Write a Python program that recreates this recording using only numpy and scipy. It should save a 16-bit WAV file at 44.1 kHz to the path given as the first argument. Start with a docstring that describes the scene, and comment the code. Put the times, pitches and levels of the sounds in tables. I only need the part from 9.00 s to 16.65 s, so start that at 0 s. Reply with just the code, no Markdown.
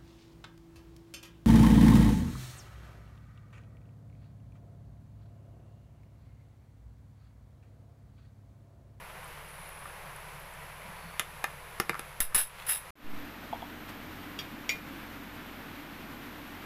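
"""A soft, wet swish: a spoon turns chicken in marinade, with sticky ticks and thin squeaks, in a humming
kitchen. It knocks on the plastic bowl, whose wall rings briefly over a thud from the base. A finger then
brushes the microphone, its friction ringing the port and casing. After a short silence a gas burner
fades in with a deep thump under an empty wok; the stove is bumped and the metal pings twice."""
import sys
import numpy as np
from scipy import signal
from scipy.fft import rfft, irfft, next_fast_len
from scipy.io import wavfile

SR = 44100
rng = np.random.default_rng(int(sys.argv[2]) if len(sys.argv) > 2 else 0)


def persist_wave(psi):
    """Save psi, clipped to +-1, as 16-bit WAV."""
    counts = np.round(np.clip(psi, -1, 1) * 32767).astype(np.int16)
    wavfile.write(sys.argv[1], SR, np.atleast_2d(counts).T)


N = 337365
TIME = np.arange(N) / SR
AGE = TIME[:SR // 2]   # seconds since a hit

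# spoon hits, before each layer's trim: t/s, ring level/dB, thud level/dB, crack level/dB, ring centre f/Hz
SPOON_KNOCKS = [(2.196, -20, -46, -32.5, 2110), (2.442, -20, -54, -42, 1750), (2.8, -19, -29, -32, 1160),
                (2.895, -18.5, -31, -42.5, 2090), (2.994, -32, -42.5, -44, 1230)]
# modes of the bowl's wall and of its loaded base: f/Hz, level/dB, t60/s
WALL_MODES = [(506, -13, 0.027), (630, -1.5, 0.017), (792, -2, 0.031), (1010, -8, 0.02), (1175, -7, 0.011),
              (1194, 0.5, 0.031), (1335, 0.5, 0.022), (1600, -4.5, 0.018), (1770, 0.5, 0.021),
              (2060, -1.5, 0.033), (2410, 2, 0.0072), (2464, 0.5, 0.015), (2904, -7, 0.022),
              (3640, -6, 0.019)]
BASE_MODES = [(140, -10, 0.079), (207, -5, 0.054), (344, -2.5, 0.047), (468, 0, 0.027)]
SETTLE_MODES = [(163.7, 0, 0.26), (195.5, 0, 0.16)]
# meat slaps and spoon slips, then meat settling on the base: t/s, level/dB
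MEAT_SLAPS = [(.856, -41.5), (2.211, -38), (2.931, -37), (2.944, -34.5), (2.953, -36), (3.323, -43)]
MEAT_SETTLES = [(1.85, -50), (1.888, -49), (2.04, -51.5)]
# stirring effort: t/s, relative level/dB
STIR_EFFORT = [(0.0, -49.5), (0.52, -62), (0.88, -49), (1.44, -60), (1.99, -48), (2.15, -57)]
# colour of the spoon's crack and of the swish: f/Hz, density/dB
CRACK_SPECTRUM = [(600, -5), (2000, 5), (4000, -3.5), (6000, -1), (8500, -6.5), (10000, 2.5), (11000, 9.5),
                  (12500, -2), (15500, -12)]
SWISH_SPECTRUM = [(300, -19), (600, -1), (1100, -1), (2400, -5.5), (5000, -29), (12000, -42)]
# sticky marinade ticks: t/s, level/dB, f/Hz
SAUCE_TICKS = [(0.243, -52, 9600), (0.2768, -55, 11600), (0.4853, -54, 10300), (0.6898, -50, 12300),
               (1.1613, -49, 10500), (1.3992, -54, 13000), (1.5374, -56, 8500)]
# wet spoon squeaks: t/s, length/s, f/Hz, level/dB
SPOON_SQUEAKS = [(0.437, 0.52, 9850, -57.5), (1.89, .32, 4500, -66)]

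# finger strokes: t/s, force level/dB, contact length/s, favoured f/Hz, relative hiss level/dB
FINGER_STROKES = [(3.203, -19.5, .005, 12300, -24), (3.346, -12.5, 0.0035, 10200, -22),
                  (3.366, -19.5, 0.041, 11000, -19), (3.665, -33, .003, 9500, -16),
                  (3.679, -23.5, 0.044, 11100, -12.5), (3.746, -32, 0.0045, 9000, -22)]
# rings of the microphone's port and casing: f/Hz, width/Hz, level/dB
PORT_RINGS = [(5100, 44, -10), (8060, 40, -9.5), (9070, 54, -7.5), (9900, 70, -11), (10190, 60, -3),
              (10740, 77, -4.5), (11095, 93, -2.5), (12200, 70, -11), (12500, 73, -6.5), (13850, 65, -16),
              (14800, 80, -15)]
CASING_RINGS = [(1740, 60, -19), (2750, 90, -22), (3780, 52, -21)]
# the finger lands and skips: t/s, level/dB
FINGER_TAPS = [(3.204, -24.5), (3.346, -29), (3.3625, -17.5)]
# presses on the port: t/s
PORT_PRESSES = [3.202, 3.347]
# handling rustles: middle t/s, level/dB, length/s
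GRIP_SHIFTS = [(3.593, -49, 0.35), (4.895, -46, 0.044)]
# colour of skin friction, its fine hiss, the taps and the rustles: f/Hz, density/dB
SKIN_SPECTRUM = [(150, -19), (320, -26.5), (550, -11.5), (1600, -3), (2400, -6), (3700, -8.5), (4500, -15),
                 (5400, -12.5), (6600, -19), (8200, -12), (9600, -1), (10800, 6.5), (11700, -6.5),
                 (15400, -9)]
HISS_SPECTRUM = [(11000, -27), (13000, -8), (14300, 2), (15500, -9), (17000, -34.5)]
TAP_SPECTRUM = [(60, -6), (150, 1), (2200, -4.5), (5000, -8), (15000, 0.5)]
RUSTLE_SPECTRUM = [(300, -18), (900, 5), (1500, 2), (3200, -0.5), (6000, -15), (15000, -15)]

# bumps on the stove: t/s, level/dB
STOVE_BUMPS = [(4.528, -33.5), (4.5325, -32), (4.621, -41)]
# wok pings: t/s, level/dB, centre f/Hz, spread/octaves
WOK_PINGS = [(5.3897, -35.5, 3860, 0.39), (5.6922, -25, 2300, 1.8)]
# modes of the stove and the wok: f/Hz, level/dB, t60/s
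STOVE_MODES = [(712, 0, 0.044), (776, -1.5, 0.042), (903, 2.5, 0.025), (956, -5.5, 0.052),
               (3300, -9, 0.017)]
WOK_MODES = [(1980, -4, 0.12), (2200, -8, .08), (2125, 0.5, 0.076), (2420, -0.5, 0.16), (2286, 4, 0.079),
             (2453, -1, .09), (2500, -16, .09), (2820, -2, 0.04), (3276, 0.5, 0.078), (3630, -8, 0.12),
             (4692, -7, 0.1), (4970, -15, 0.082), (5590, 0, 0.076), (6860, 1, .06), (6870, 0, 0.066),
             (7600, -18, .08)]
# colour of a ping's noisy edge: f/Hz, density/dB
PING_SPECTRUM = [(1500, 1), (2600, 11), (6000, -2), (9500, -10.0), (13500, 2), (15500, -3.0)]

# burner and room tone, below and above 600 Hz: f/Hz, density/dB
BURNER_LOWS = [(20, -78.5), (65, -88), (92, -73.5), (108, -82), (135, -73.5), (185, -74), (240, -71),
               (300, -71), (380, -79.5), (500, -81.5)]
BURNER_HIGHS = [(700, -80.5), (1500, -80), (2400, -83.5), (3500, -89), (5000, -97), (8000, -104),
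                (10000, -102.5), (11300, -99), (12500, -92.5), (13400, -97.5), (13650, -91), (14000, -100),
                (15500, -105)]
ROOM_LOWS = [(20, -74.5), (45, -83.5), (62, -87), (100, -82), (140, -75), (180, -78), (215, -91.5),
             (290, -92), (400, -85.5), (520, -80)]
ROOM_HIGHS = [(750, -81.5), (980, -76.5), (1200, -80.5), (2300, -82.5), (3200, -90), (4500, -95.5),
              (7000, -101), (8800, -100), (10000, -93.5), (11000, -89.5), (12200, -95.5), (14000, -101),
              (15500, -102)]
# motor hum behind the bowl and behind the stove: f/Hz, rms level/dB
HUM_AT_BOWL = [(37.7, -58.5), (75.4, -61.5), (145.3, -62)]
HUM_AT_STOVE = [(45, -58.5), (89, -61), (239, -60), (292, -56)]


def bowl_hits():
    """A spoon knock layers wall ring, base thud and contact crack; the meat lands more softly."""
    out, crack = np.zeros(N), noise(CRACK_SPECTRUM)
    for s, ring_db, thud_db, crack_db, centre_hz in SPOON_KNOCKS:
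        add(out, s, ring_db - 5, struck(WALL_MODES, uneven_db=1.5, centre_hz=centre_hz, octaves=0.94))
        add(out, s + 0.00091, thud_db - 0.5, struck(BASE_MODES, uneven_db=0.5))
        add(out, s, crack_db + 6, burst(crack, s, t60=0.022))
    for s, db in MEAT_SLAPS:
        add(out, s, db, struck(WALL_MODES, uneven_db=2.5, centre_hz=1400, octaves=0.38))
    for s, db in MEAT_SETTLES:   # soft and heavy: only the lowest modes swell up
        add(out, s, db, struck(SETTLE_MODES, uneven_db=3.0) * (1 - decay(0.015)))
    return kitchen_reverb(out, wet_db=-7.5, dull_hz=8050)


def stirring():
    """Meat dragged through sauce gives a grainy swish that follows the effort."""
    times, db = np.transpose(STIR_EFFORT)
    effort = np.interp(TIME, times, from_db(db), right=0)
    grain = from_db(3.6 * drift(120))
    return from_db(-3.5) * effort * grain * unit_rms(noise(SWISH_SPECTRUM))


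def marinade(tick_width_hz=1900, wander_hz=69.7):
    """Films of sauce snap, each at its own pitch; the wet spoon squeaks in a narrow, wavering band."""
    out, snap = np.zeros(N), rng.standard_normal(N)
    for s, db, hz in SAUCE_TICKS:
        film = resonate(burst(snap, s, t60=0.018), hz, tick_width_hz)
        add(out, s, db, resonate(film, hz, tick_width_hz))
    for s, length, hz, db in SPOON_SQUEAKS:
        phase = 2 * np.pi * np.cumsum(hz + wander_hz * drift(14)) / SR
        envelope = from_db(db) * swell(s, length, edge_s=0.11)
        out += envelope * (drift(400) * np.sin(phase) + drift(400) * np.cos(phase))
    return out


def finger(rise_share=0.46, release_t60_s=0.16):
    """Skin taps, sticks and slips on the microphone; the grainy friction rings its port and casing."""
    out = np.zeros(N)
    rub, grain = unit_rms(noise(SKIN_SPECTRUM)), unit_rms(from_db(1.3 * drift(500)))
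    hiss = unit_rms(noise(HISS_SPECTRUM))
    for s, db, length, favoured_hz, hiss_db in FINGER_STROKES:
        span = slice(int(s * SR), int(s * SR) + len(AGE))
        attack = np.clip(AGE / (rise_share * length), 0, 1)
        release_db = -60 * np.maximum(AGE - length, 0) / release_t60_s
        force = grain[span] * attack * from_db(db + release_db)
        slips = force * rng.standard_normal(len(AGE))
        # the place of the finger decides which rings speak most
        port = sum(from_db(ring_db - min(abs(hz - favoured_hz) / 100, 7)) * resonate(slips, hz, width)
                   for hz, width, ring_db in PORT_RINGS)
        casing = sum(from_db(ring_db) * resonate(slips, hz, width) for hz, width, ring_db in CASING_RINGS)
        friction = force * (from_db(-3.5) * rub[span] + from_db(hiss_db) * hiss[span])
        out[span] += friction + from_db(-4) * port + casing
    tap = noise(TAP_SPECTRUM)
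    for s, db in FINGER_TAPS:
        add(out, s, db, burst(tap, s, t60=0.018))
    return out


def port_pops(rebound_share=0.48):
    """Each press on the port pulls the pressure down; it rebounds, weaker and longer."""
    return from_db(-24.5) * sum(rebound_share * puff(s + 0.034, length_s=0.11) - puff(s, length_s=0.047)
                                for s in PORT_PRESSES)


def stove_and_wok():
    """The bumped stove clunks with a soft attack; the wok's metal pings with a bright, noisy edge."""
    out, edge = np.zeros(N), noise(PING_SPECTRUM)
    for s, db in STOVE_BUMPS:
        add(out, s, db, struck(STOVE_MODES, uneven_db=1.0) * (1 - decay(0.004)))
    for s, db, centre_hz, octaves in WOK_PINGS:
        add(out, s, db, struck(WOK_MODES, uneven_db=1.5, centre_hz=centre_hz, octaves=octaves))
        add(out, s, db - 7, burst(edge, s, t60=0.15))
    return kitchen_reverb(out, wet_db=-6.0, dull_hz=9000)


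def deep_thump():
    """One slow push of air as the burner fades in."""
    return from_db(-31.7) * puff(4.035, length_s=0.26)


def rustles():
    """Short grainy swells as the hand shifts its grip."""
    grip = sum(from_db(db) * swell(s - length / 2, length, length / 2) for s, db, length in GRIP_SHIFTS)
    grain = from_db(3.3 * drift(300))
    return grip * grain * unit_rms(noise(RUSTLE_SPECTRUM))


def burner():
    """The gas flame is a steady rush with a slight flutter."""
    return noise(BURNER_LOWS + BURNER_HIGHS) * from_db(-0.39 + 0.5 * drift(25))


def room_tone():
    """A faint, gently wavering bed of kitchen air."""
    return noise(ROOM_LOWS + ROOM_HIGHS) * from_db(-1.36 + 0.5 * drift(9.16))


def motor_hum(partials, waver_rad):
    """Low motor tones that waver in phase."""
    return sum(from_db(db) * np.sqrt(2) * np.sin(2 * np.pi * hz * TIME + waver_rad * drift(7))
               for hz, db in partials)


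def kitchen_reverb(x, wet_db, dull_hz, t60=0.15):
    """Direct sound and a short, duller wash of reflections."""
    tail = rng.standard_normal(len(AGE)) * decay(t60) * (AGE > 0.004)
    tail = signal.sosfilt(signal.butter(1, dull_hz, fs=SR, output="sos"), tail / np.linalg.norm(tail))
    return x + from_db(wet_db) * signal.fftconvolve(x, tail)[:N]


def struck(modes, uneven_db, centre_hz=1000, octaves=np.inf):
    """Modes rung by one blow; the spot that is hit favours those near a centre pitch."""
    out = 0
    for hz, db, t60 in modes:
        favour = np.exp(-0.5 * (np.log2(hz / centre_hz) / octaves) ** 2)
        strength = favour * from_db(db + uneven_db * rng.standard_normal())
        out = out + strength * decay(t60) * np.sin(2 * np.pi * (hz * AGE + rng.random()))
    return out


def resonate(x, hz, width_hz):
    """A resonance that keeps the power of white noise."""
    r = np.exp(-np.pi * width_hz / SR)
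    feedforward = np.sqrt((1 - r * r) / 2) * np.array([1, 0, -1])
    feedback = [1, -2 * r * np.cos(2 * np.pi * hz / SR), r * r]
    return signal.lfilter(feedforward, feedback, x + 1e-18)


def noise(spectrum):
    """Noise with the given dB per Hz."""
    hz, db = np.transpose(spectrum)
    size = next_fast_len(N)
    bins_hz = np.arange(size // 2 + 1) * SR / size
    gain = from_db(np.interp(np.log(bins_hz + 1), np.log(hz), db))
    return irfft(rfft(rng.standard_normal(size)) * gain, size)[:N] * np.sqrt(SR / 2)


def drift(per_s):
    """Random modulation with rms 1."""
    knots = rng.standard_normal(N // 8)
    return unit_rms(np.interp(TIME * per_s, np.arange(len(knots)), knots))


def decay(t60):
    """Half a second of exponential decay."""
    return from_db(-60 * AGE / t60)


def burst(source, s, t60):
    """A quickly dying slice of noise."""
    return source[int(s * SR):][:len(AGE)] * decay(t60)


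def swell(s, length, edge_s):
    """An envelope that eases in, holds and eases out."""
    return np.sin(np.pi / 2 * np.clip(np.minimum(TIME - s, s + length - TIME) / edge_s, 0, 1))


def puff(s, length_s):
    """One push of air, quick to come and slower to go."""
    return np.sin(np.pi * np.clip((TIME - s) / length_s, 0, 1) ** 0.58) ** 2


def add(track, s, db, sound):
    """Place a hit so that its first 7 ms have the given rms level."""
    at, head = int(s * SR), sound[:int(0.007 * SR)]
    track[at:at + len(sound)] += from_db(db) * sound[:N - at] / np.sqrt(np.mean(head ** 2))


def from_db(db):
    """Decibels to gain."""
    return 10 ** (np.asarray(db) / 20)


def unit_rms(x):
    """Scale to rms 1."""
    return x / np.sqrt(np.mean(x ** 2) + 1e-20)


def scene(cut_s=3.906, resume_s=3.955, fade_s=0.18):
    """First the bowl, a silent gap, then the burner fades in."""
    bowl_bed = room_tone() + motor_hum(HUM_AT_BOWL, waver_rad=0.14)
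    stove_bed = burner() + motor_hum(HUM_AT_STOVE, waver_rad=0.84)
    at_bowl = bowl_bed + stirring() + bowl_hits() + marinade() + finger()
    at_stove = stove_bed + stove_and_wok()
    fade_in = np.interp(TIME, [resume_s, resume_s + fade_s], [0.12, 1], left=0)
    return (at_bowl * (TIME < cut_s) + at_stove * fade_in + rustles() + port_pops() + deep_thump())[None]


def gain_control(x, threshold_db, slope, release_db_per_s, window_s):
    """Loud sounds duck the gain; it creeps back up afterwards."""
    r = np.exp(-1 / (window_s * SR))
    level_db = 10 * np.log10(signal.lfilter([1 - r], [1, -r], x ** 2) + 1e-12)
    over_db = np.maximum(level_db - threshold_db, 0)
    recovery_db = release_db_per_s * TIME
    duck_db = np.maximum.accumulate(slope * over_db + recovery_db, axis=-1) - recovery_db
    return x * from_db(-duck_db)


def record(dry):
    """Automatic gain, then a steep top cut."""
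    held = gain_control(dry, threshold_db=-31.5, slope=0.5, release_db_per_s=23.5, window_s=0.014)
    return signal.fftconvolve(held, signal.firwin(401, cutoff=15550, fs=SR)[None], "same")


dry = scene()
out = record(dry)
persist_wave(out)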